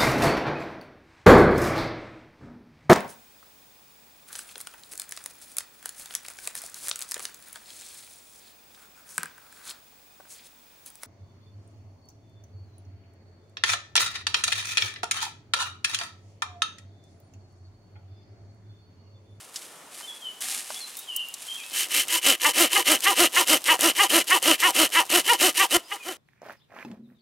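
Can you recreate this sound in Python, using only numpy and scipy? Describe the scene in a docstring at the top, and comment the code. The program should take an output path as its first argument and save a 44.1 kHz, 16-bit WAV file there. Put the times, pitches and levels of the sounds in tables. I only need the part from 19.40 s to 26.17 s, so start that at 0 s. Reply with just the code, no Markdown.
"""On a forest floor, a folding hand saw cuts a mossy branch with about three strokes to and fro a second. First
leaves rustle, twigs snap and a bird whistles gliding tones. Tooth pulses at a rate set by the blade's speed
excite resonances of wood and blade; noise and tiny random fractures make the fibres hiss. The thin blade rings
and, on most pushes, judders. The last strokes sound quieter and more hollow. Air noise lies behind all this,
first over grass, then in the crowns; the trees return diffuse tails."""
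import sys
import numpy as np
from scipy import signal
from scipy.fft import rfft, irfft, next_fast_len
from scipy.io import wavfile
from scipy.ndimage import uniform_filter1d

SR = 44100
rng = np.random.default_rng(int(sys.argv[2]) if len(sys.argv) > 2 else 0)


def unload_audio(sound):
    """Save the sound as a 16-bit wav file, at the path given as the first command line argument."""
    columns = np.transpose(np.atleast_2d(sound))
    # keep every value between -1 and 1, then stretch to whole-number steps
    steps = np.round(np.clip(columns, -1, 1) * 32767)
    wavfile.write(sys.argv[1], SR, steps.astype(np.int16))


N = 298557
T = np.arange(N) / SR  # time in seconds
SIZE = next_fast_len(N + SR // 4, True)  # transform length, with room for tails
HZ = np.arange(SIZE // 2 + 1) * SR / SIZE + 1e-3  # kept above 0 for logarithms and ratios
SOFTER_FROM_S = 6.37  # from here on the saw sounds quieter, with a longer echo


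def undb(db):
    """Level: turns decibels into an amplitude ratio."""
    return np.exp(np.asarray(db) * (np.log(10) / 20))


def unit(x):
    """Normalisation: scales to a root-mean-square of 1."""
    return x / np.sqrt(np.mean(np.abs(x) ** 2))


def through(x, response):
    """Linear filtering: multiplies the spectrum by a frequency response."""
    return irfft(rfft(x, SIZE) * response, SIZE)[..., :N]


def colour(points):
    """Spectral envelope: gain through (Hz, dB) points on a log-frequency axis."""
    hz, db = np.transpose(points)
    return undb(np.interp(np.log(HZ), np.log(hz), db))


def band(hz, width):
    """Simple resonance: response of one damped mode, with its width in Hz."""
    return 1 / (1 + 1j * (HZ / hz - hz / HZ) * hz / width)


def edges(low_hz, top_hz):
    """Radiation limits: a band-pass for an object that radiates mainly between two frequencies."""
    return signal.freqs(*signal.butter(3, [low_hz, top_hz], "band", analog=True), HZ)[1]


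def body(modes, low_hz, top_hz):
    """Modal superposition: an object's resonances together, keeping the power of white noise."""
    resonances = sum(undb(db) * band(hz, width) for hz, width, db in modes)
    return unit(edges(low_hz, top_hz) * resonances)


def walk(rate):
    """Random modulation: a smoothed chance value, about `rate` new draws a second, rms 1."""
    size = int(SR / rate)
    steps = np.repeat(rng.standard_normal(N // size + 1), size)[:N]
    return unit(uniform_filter1d(steps, size))


def crackle(per_s, spread_db):
    """Shot noise: tiny fractures at random moments, of very unequal size."""
    happens = rng.random(N) < per_s / SR
    sizes = undb(spread_db * rng.standard_normal(N).clip(-2, 2))
    return unit(happens * rng.choice([-1, 1], N) * sizes)


def burst(t60):
    """Exponential decay: noise that falls 60 dB in t60 seconds."""
    age = T[:SR // 5]
    return .5 * rng.standard_normal(len(age)) * undb(-60 * age / t60)


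def add(track, start, sound):
    """Superposition: mixes a short sound into a track at a time in seconds."""
    part = track[int(start * SR):][:len(sound)]
    part += sound[:len(part)]


def tooth_pulses(turns, scatter_db):
    """Periodic impact: one blow of its own strength each time a tooth passes."""
    at = np.flatnonzero(np.diff(np.floor(turns)) > 0)
    rate = turns[at + 1] - turns[at]  # teeth per sample
    late = (1 - turns[at] % 1) / rate
    size = undb(scatter_db * rng.standard_normal(N)[at]) / np.sqrt(rate)
    pulses = np.zeros(N)
    # each blow is shared between two samples to place it exactly
    pulses[at] += size * (1 - late)
    pulses[at + 1] += size * late
    return pulses


# the teeth sink through moss and bark into firm wood, which then answers more and more
BARK_DB, SINK_S = (-39, -5, -2.5), .24  # (wood, blade, fibre) change on the first push; time constant
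LATE_DB = (-13, -18.5, -18)  # (wood, blade, fibre) change in the last strokes


def motion(strokes, peak, glide, lean_db):
    """Kinematics: blade speed 0-1, teeth passed so far, and the wood, blade and fibre gains.
    `peak` is the share of the stroke at which the blade is fastest."""
    speed, rate, db = np.zeros(N), np.zeros(N), np.zeros((3, N))
    for start, end, tooth_hz, force_db, *_ in strokes:
        now = slice(int(start * SR), int(end * SR))
        fastest = start + peak * (end - start)
        travel = np.interp(T[now], [start, fastest, end], [0, .5, 1])
        speed[now] = np.sin(np.pi * travel).clip(0)
        rate[now] = tooth_hz
        bark = np.exp(-(start - PUSHES[0][0]) / SINK_S)
        db[:, now] = force_db + bark * np.array(BARK_DB)[:, None]
        db[0, now] += lean_db * (travel - .5)  # the arm leans on the wood more as a stroke goes on
    turns = np.cumsum(rate * speed ** glide) / SR
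    return speed, turns, undb(db + np.outer(LATE_DB, T > SOFTER_FROM_S))


# Modes of the taut blade.
# Each row: middle tuning in Hz, width in Hz, relative level in dB.
BLADE_MODES = [(430, 190, -16.5), (1310, 140, -17.5), (2024, 280, -6.5), (2374, 440, -6), (2766, 210, 0.5),
               (2962, 76, 7), (3056, 37, -5), (3920, 710, -9.5)]


def blade_ring(drive, shift):
    """Modal resonance: the blade's modes wander between a lower and a higher tuning.
    The cut grips the blade at changing places; `shift` is the detuning as a share of the frequency."""
    grip = np.pi / 4 * (1 + np.tanh(walk(22)))
    lower = [(hz * (1 - shift), width, db) for hz, width, db in BLADE_MODES]
    higher = [(hz * (1 + shift), width, db) for hz, width, db in BLADE_MODES]
    low_ring = through(drive * np.cos(grip), body(lower, 276, 4200))
    high_ring = through(drive * np.sin(grip), body(higher, 230, 3700))
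    return low_ring + high_ring


# Spectrum of breaking wood fibres, also used for the clicks of snagging teeth.
# Each row: frequency in Hz, relative density in dB per Hz.
FIBRE_SPECTRUM = [(150, -32.5), (400, -41), (1500, -12), (3500, -4), (5000, -1.5), (6200, 0), (7400, -1.5),
                  (8500, 2.5), (9200, 0), (9900, 2.5), (11000, -3), (12200, -0.5), (14000, -8.5),
                  (16000, -15)]


def cutting(speed, turns, gains, wood_body, jitter, scatter_db, tearing, bite, wood_db, blade_db, fibre_db):
    """Forced vibration: teeth knock on the branch, and each tears a spray of fibres.
    The fibres hiss and, with the teeth, set the blade ringing."""
    wood, blade, fibre = gains
    turns = turns + jitter * speed * walk(300)  # uneven grain holds the teeth back
    teeth = tooth_pulses(turns, scatter_db)
    # fibres break most just after a tooth bites; at low speed each tooth stands out more
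    bite = bite * (2 - speed)
    after_bite = undb(-bite * 20 * (turns % 1 - .5))
    spray = after_bite * undb(2.24 * walk(260)) / (1 + bite)
    blows = teeth + tearing * spray * rng.standard_normal(N)
    knock = through(blows * wood * speed ** 2.4, wood_body)
    blade_drive = 0.33 * teeth + 0.73 * spray * crackle(9000, 3.6)
    ring = blade_ring(blade_drive * blade * speed ** 1.096, shift=0.02)
    fractures = spray * crackle(20000, 3.6)
    hiss = through(fractures * fibre * speed ** 1.27, unit(colour(FIBRE_SPECTRUM)))
    return undb(wood_db) * knock + undb(blade_db) * ring + undb(fibre_db) * hiss


# Cutting strokes.
# Each row: start in seconds, end in seconds, top tooth rate in Hz, force in dB.
PULLS = [(2.49, 2.656, 280.1, -1.5), (2.812, 2.965, 282.3, 0.5), (3.128, 3.291, 344, .5),
         (3.441, 3.582, 322, .5), (3.745, 3.887, 357, 1), (4.054, 4.19, 320.3, 0),
         (4.384, 4.53, 339.8, -.5), (4.68, 4.834, 340, 0), (5.016, 5.168, 333, 0),
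         (5.326, 5.487, 326.9, -1), (5.686, 5.828, 363.6, -.5), (5.979, 6.122, 376.6, .5),
         (6.294, 6.419, 354, 0), (6.617, 6.76, 377, -1)]
# Modes of the branch on the cutting stroke.
# Each row: frequency in Hz, width in Hz, relative level in dB.
WOOD_PULLED = [(255, 70, -9), (365, 100, 1), (550, 150, 2.5), (688, 120, -2), (1020, 139.4, -2.5),
               (1306, 190, 0), (1870, 443, -4)]


def pulls():
    """Forced vibration under tension: on the cutting stroke the blade is taut and the teeth bite deep."""
    speed, turns, gains = motion(PULLS, peak=.53, glide=.86, lean_db=4)
    return cutting(speed, turns, gains, body(WOOD_PULLED, 172, 2340), jitter=0.028, scatter_db=3.0,
                   tearing=0.25, bite=0.17, wood_db=-22.3, blade_db=-19.3, fibre_db=-18.5)


# Return strokes.
# Each row: start in seconds, end in seconds, top tooth rate in Hz, force in dB,
# middle of the judder in seconds (0 for none), spread of the judder in seconds.
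PUSHES = [(2.31, 2.478, 395, -.5, 0, 0), (2.666, 2.807, 341.2, -1.5, 0, 0.00012),
          (2.993, 3.129, 304.2, 0, 3.057, .0066), (3.289, 3.435, 420, -.5, 3.366, 0.0055),
          (3.605, 3.756, 411.8, -.5, 3.673, .011), (3.915, 4.052, 373.5, .5, 3.977, 0.0092),
          (4.239, 4.368, 327.7, .5, 4.303, 0.016), (4.54, 4.681, 418.4, 1, 4.605, 0.011),
          (4.86, 4.997, 381.6, 0, 4.929, .014), (5.177, 5.325, 370, -1, 5.25, 0.018),
          (5.508, 5.639, 337.5, 0, 5.579, 0.019), (5.834, 5.973, 488, -.5, 5.9, .009),
          (6.139, 6.275, 396, 0, 6.215, 0.013), (6.471, 6.586, 427, -.5, 6.522, 0.0055)]
JUDDER_DRIVE_DB, LATE_JUDDER_DB = -15.5, -10  # strength at 0 dB force; its change in the last strokes


def judder(moment):
    """Instability envelope: the juddering catches quickly and holds briefly in mid-push.
    `moment` shifts it by that many spreads."""
    out = np.zeros(N)
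    for _, _, _, force_db, middle, spread in PUSHES:
        if middle > PUSHES[0][0] and spread > 0:
            x = np.linspace(-4, 4, int(8 * spread * SR))  # spreads from the middle
            steepness = np.where(x < 0, 4.0, 2.4)
            swell = np.exp(-.5 * (np.abs(x) / 1.11) ** steepness)
            db = JUDDER_DRIVE_DB + force_db + LATE_JUDDER_DB * (middle > SOFTER_FROM_S)
            add(out, middle + (moment + x[0]) * spread, undb(db) * swell)
    return out


# Modes of the branch on the return stroke.
# Each row: frequency in Hz, width in Hz, relative level in dB.
WOOD_PUSHED = [(360, 60, -7), (520, 115, 1.5), (816, 62, -4.5), (987, 82, 5.5), (1167, 76, -4.5),
               (1356, 76, -8), (1870, 130, 0.5)]
# Modes of the buckled blade.
# Each row: frequency in Hz, width in Hz, relative level in dB,
# moment at which its drive is strongest, in spreads from the middle of the judder.
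BUCKLED_MODES = [(780, 102, -4.5, 3.5), (940, 120, -1.5, 1.5), (1156, 49, -6, 0), (1105, 110, -3.5, -0.2),
                 (1356, 230, -4, -0.16), (1946, 400, 0.5, -0.38), (2736, 300, 0, 0.43), (2910, 150, 3, 0.4)]


def pushes():
    """Buckling: on the return stroke the blade hops from tooth to tooth, scraping less while it does."""
    speed, turns, gains = motion(PUSHES, peak=.57, glide=.8, lean_db=12)
    buckle = judder(0)
    contact = 1 / (1 + 3.5 * buckle)
    hop_turns = turns + .008 * speed * walk(250)
    hops = tooth_pulses(hop_turns, scatter_db=1.3) + 0.15 * rng.standard_normal(N)
    # the free length of blade changes along the stroke, so its modes ring one after another
    modes = 0
    for hz, width, db, moment in BUCKLED_MODES:
        drive = hops * speed ** 0.73 * judder(moment)
        modes = modes + rfft(drive, SIZE) * undb(db) * band(hz, width)
    squawk = irfft(modes * edges(715, 2770), SIZE)[:N]
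    shove = through(buckle * rng.standard_normal(N), unit(band(71, 135) ** 2))  # the branch rocks
    scrape = cutting(speed, turns, gains * contact, body(WOOD_PUSHED, 295, 2380), jitter=.04,
                     scatter_db=3.0, tearing=0.41, bite=0.33, wood_db=-25.8, blade_db=-22.0, fibre_db=-20)
    return scrape + undb(12) * squawk + undb(-45) * shove


# Teeth that snag as the blade turns round.
# Each row: time in seconds, strength in dB, drive of the wood knock in dB relative to it
# (before a common cut of 10.5 dB; the click has one of 3 dB).
SNAGS = [(2.683, -12, -30), (2.829, -20, -25), (3.019, -15, -12), (3.6055, -13, -27), (4.0743, -9, -12),
         (4.2417, -12.5, -27), (4.3923, -14, 8), (4.409, -2, -5), (4.6982, -11, -6), (4.8817, -13, -21),
         (5.027, -8.5, 1), (5.2023, -9, -26), (5.3062, -6.5, 2), (5.3554, -15, 4), (5.7014, -7, 2),
         (6.3135, -15, -12)]


def snags():
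    """Impulsive release: single teeth catch and let go with a click and a knock of the wood.
    Smaller ticks run through the sawing."""
    clicks, knocks = np.zeros(N), np.zeros(N)
    for s, db, knock_db in SNAGS:
        crack = undb(db) * burst(t60=0.013)
        add(clicks, s, undb(-3) * crack)
        add(knocks, s, undb(knock_db - 10.5) * crack)
    sawing = (T > PUSHES[0][0]) & (T < SOFTER_FROM_S)
    ticks = undb(-46.5) * sawing * crackle(250, 4.5)
    bright = through(clicks + ticks, unit(colour(FIBRE_SPECTRUM)))
    return bright + through(knocks + 0.45 * ticks, body(WOOD_PULLED, 120, 2300))


# the open grass gives way to the trees
TREES_FROM_S, TREES_BY_S = .35, 1.9
# Dry leaves and grass stirred by hands and feet.
# Each row: start in seconds, attack in seconds, hold in seconds, drive in dB, fading in dB per second.
RUSTLES = [(0, 0.004, .005, -45, 120), (.12, .045, .005, -42, 80), (.505, .04, .04, -43.5, 35),
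           (1.004, .016, .13, -31, 85), (1.29, .02, .04, -44, 18), (1.95, 0.066, .04, -43.5, 25)]
# Spectrum of the leaves.
# Each row: frequency in Hz, relative density in dB per Hz.
LEAF_SPECTRUM = [(120, -44), (200, -26.5), (245, -7.5), (380, -30), (777, -8.5), (867, -14.5), (2420, -4.5),
                 (6400, -4.5), (9230, -1), (11100, -3.5), (16000, -22)]
# Twigs that snap and are set down.
# Each row: time in seconds, peak in dB (before a common cut of 1.5 dB), nominal centre in Hz,
# decay by 60 dB in seconds (before the band filter).
TWIGS = [(.159, -19, 5500, .063), (.608, -31.5, 1100, 0.024), (1.007, -24, 8040, 0.043),
         (1.303, -23, 900, 0.021), (1.304, -27, 3500, .015), (1.344, -26, 3780, .016),
         (1.569, -21, 10300, .053), (1.589, -24, 10000, 0.075), (1.763, -10.5, 9500, .032),
         (1.886, -24.5, 9500, .012), (1.940, -18.5, 6500, .03), (2.237, -28.5, 2700, .018),
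         (2.309, -29.5, 4460, .03)]


def undergrowth():
    """Stochastic fracture: leaves crackle at each stir of hands and feet and settle; twigs snap."""
    stir = np.zeros(N)
    age = T[:int(0.65 * SR)]  # longest that one stir lasts
    for s, attack, hold, db, fade_db_per_s in RUSTLES:
        fading = fade_db_per_s * (age - attack - hold).clip(0)
        add(stir, s, np.minimum(age / attack, 1) * undb(db - fading))
    grains = undb(-2.0) * crackle(3500, 9.9) + undb(-3.5) * rng.standard_normal(N)
    leaves = through(stir * grains * undb(1.7 * walk(70)), unit(colour(LEAF_SPECTRUM)))
    twigs = np.zeros(N)
    for s, db, hz, t60 in TWIGS:
        limits = [hz / 1.47, min(hz * 1.62, .45 * SR)]
        snap_filter = signal.butter(2, limits, "band", fs=SR, output="sos")
        snap = signal.sosfilt(snap_filter, burst(t60))
        add(twigs, s, undb(db) * snap / np.abs(snap).max())
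    handling = (T > TREES_BY_S) & (T < PUSHES[0][0])  # the saw is set on the branch
    ticks = through(handling * crackle(45, 4.0), unit(colour(LEAF_SPECTRUM)))
    return leaves + undb(-1.5) * twigs + undb(-53.5) * ticks


def thump():
    """Low-frequency pulse: a soft, dull thump just before the saw grows quieter."""
    pulse = np.zeros(N)
    add(pulse, 6.366, undb(-33) * np.hanning(SR // 200))
    return through(pulse, band(67.5, 160.5))


# Whistled notes.
# Each row: start in seconds, length in seconds, first pitch in Hz, last pitch in Hz,
# relative level in dB, trill depth in Hz (a negative depth swings downwards first).
NOTES = [(0.622, 0.036, 3000, 3110, -45, -3), (.662, .068, 3620, 3260, -39.5, -4),
         (.805, .115, 3350, 2940, -38, 0), (1.353, .032, 3300, 3480, -38, 0),
         (1.398, .066, 4500, 4030, -34.5, -5), (1.555, .08, 3550, 3830, -49, 0),
         (1.668, .08, 3400, 2760, -33.5, 0), (1.722, .148, 3000, 2900, -32, 140),
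         (2.074, .065, 3150, 3176, -31, 0), (2.14, 0.046, 3600, 3150, -39, 0),
         (2.171, 0.059, 2950, 2300, -42, 0), (2.219, 0.055, 2500, 2650, -45.5, 0),
         (6.427, 0.07, 4600, 5124, -55, 0), (6.594, 0.053, 2560, 2400, -45, 0)]
SLUR, TRILL_HZ = 2.43, 23.0  # time constants of pitch glide in a note; trills a second


def bird():
    """Frequency modulation: nearly pure whistles swell, slur towards a last pitch and may trill.
    They waver on their way through the foliage."""
    song = np.zeros(N)
    waver = 1 + 0.0075 * walk(200)
    for s, length, first_hz, last_hz, db, trill_hz in NOTES:
        age = T[:int(length * SR)]
        slur = (first_hz - last_hz) * np.exp(-SLUR * age / length)
        trill = trill_hz * np.sin(2 * np.pi * TRILL_HZ * age)
        hz = last_hz + slur + trill
        turns = np.cumsum(hz * waver[int(s * SR):][:len(age)]) / SR
        swell = np.sqrt(2) * undb(db) * signal.windows.tukey(len(age), .6)
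        add(song, s, swell * np.sin(2 * np.pi * turns))
    return song * undb(1.8 * walk(80))


# Phase between two close receiving points.
# Each row: frequency in Hz, lead of the left in radians.
LEFT_LEAD = [(0, 0.18), (1210, -0.44), (1640, -0.14), (1890, -0.34), (3450, 0.016), (16100, -0.044)]
# Stereo width of the scattering near the ground.
# Each row: frequency in Hz, side relative to mid in dB (before a common cut of 2.7 dB).
GROUND_WIDTH = [(60, -33), (110, -34), (200, -19), (380, -19.5), (700, -9.5), (1290, -6.5), (2380, -16.5),
                (4400, -23.5), (8120, -12), (15000, -49)]


def ports(x):
    """Phase difference: of two close ports, the left hears the middle range a little later.
    The ground reaches each differently."""
    lead = np.interp(HZ, *np.transpose(LEFT_LEAD))
    scatter = burst(t60=0.061)
    scattered = rfft(scatter / np.linalg.norm(scatter), SIZE)
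    side = undb(-2.7) * colour(GROUND_WIDTH) * scattered
    return through(x, np.array([np.exp(.5j * lead) + side, np.exp(-.5j * lead) - side]))


# Stereo width of sound from all round.
# Each row: frequency in Hz, side relative to mid in dB (in the tails 2 dB less).
DIFFUSE_WIDTH = [(60, -27), (110, -25), (200, -17), (380, -12), (700, -10.5), (1290, -8), (2380, -8.5),
                 (4400, -7.5), (8120, -7), (15000, -16)]


def trees(x, t60, dull_hz):
    """Diffuse scattering: trunks and leaves return a thin, dull, exponentially decaying tail."""
    age = T[:SR]
    decay = undb(-60 * age / t60) * (1 - np.exp(-age / 0.004))
    tails = rng.standard_normal((2, SR)) * decay
    mid, side = rfft(tails / np.linalg.norm(tails[0]), SIZE) / (1 + (HZ / dull_hz) ** 2)
    side = side * undb(-2) * colour(DIFFUSE_WIDTH)
    return through(x, np.array([mid + side, mid - side]))


# Spectrum of the air over the grass.
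# Each row: frequency in Hz, relative density in dB per Hz.
GRASS_SPECTRUM = [(15, -71), (25, -46), (97, -13), (405, -3), (1440, -4.5), (1610, -11), (1740, -5.5),
                  (2050, -11), (2280, -12), (4870, -16), (9070, -11.5), (16000, -30)]
# Spectrum of the air in the crowns.
# Each row: frequency in Hz, relative density in dB per Hz.
CROWN_SPECTRUM = [(15, -54), (25, -32), (64, -22), (309, -13.5), (1130, -4.5), (1440, -11.5), (2350, -8),
                  (2910, 0), (4370, -10), (10400, -9), (13600, -15), (16000, -20)]
GRASS_DB, GRASS_LEFT_DB = -52, -63.5  # nominal level before and after the trees take over
CROWNS_DB, LATE_CROWNS_DB = -49.5, -54.5  # nominal level before and after the saw grows quieter


def breeze():
    """Broadband flow noise: a soft, slowly changing wash of air, first over the grass, then in the crowns."""
    wooded = np.interp(T, (TREES_FROM_S, TREES_BY_S), [0, 1])
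    grass = (1 - wooded) * undb(GRASS_DB) + wooded * undb(GRASS_LEFT_DB)
    crowns_db = np.where(T < SOFTER_FROM_S, CROWNS_DB, LATE_CROWNS_DB)
    crowns = np.maximum(wooded, .17) * undb(crowns_db)  # faint in the open too
    air = rng.standard_normal((2, N)) * undb(walk(4.1))
    over_grass = grass * through(air, unit(colour(GRASS_SPECTRUM)))
    mid, side = over_grass + crowns * through(air, unit(colour(CROWN_SPECTRUM)))
    return mid + np.array([[1], [-1]]) * through(side, colour(DIFFUSE_WIDTH))


def scene():
    """Direct and diffuse fields: saw and undergrowth close by, the bird among the trees."""
    saw = pulls() + pushes() + snags()
    near = saw + undergrowth() + thump()
    song = bird()
    direct = ports(near + undb(-1.5) * song)
    ground = undb(-8.5) * trees(near, t60=0.029, dull_hz=3000)
    forest = undb(-26.5) * trees(near, t60=0.33, dull_hz=5950)
    late_echo = undb(-15) * trees(saw * (T > SOFTER_FROM_S), t60=0.42, dull_hz=6100)
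    song_tail = undb(-4.5) * trees(song, t60=0.39, dull_hz=9000)
    return direct + ground + forest + late_echo + song_tail + breeze()


def record(dry):
    """Saturation and band limiting: rounds the loudest peaks and cuts steeply above 15.9 kHz."""
    ceiling = undb(-1.0)
    rounded = ceiling * np.tanh(dry / ceiling)
    return signal.sosfilt(signal.ellip(10, .2, 70, 15900, fs=SR, output="sos"), rounded)


dry = scene()
out = record(dry)
unload_audio(out)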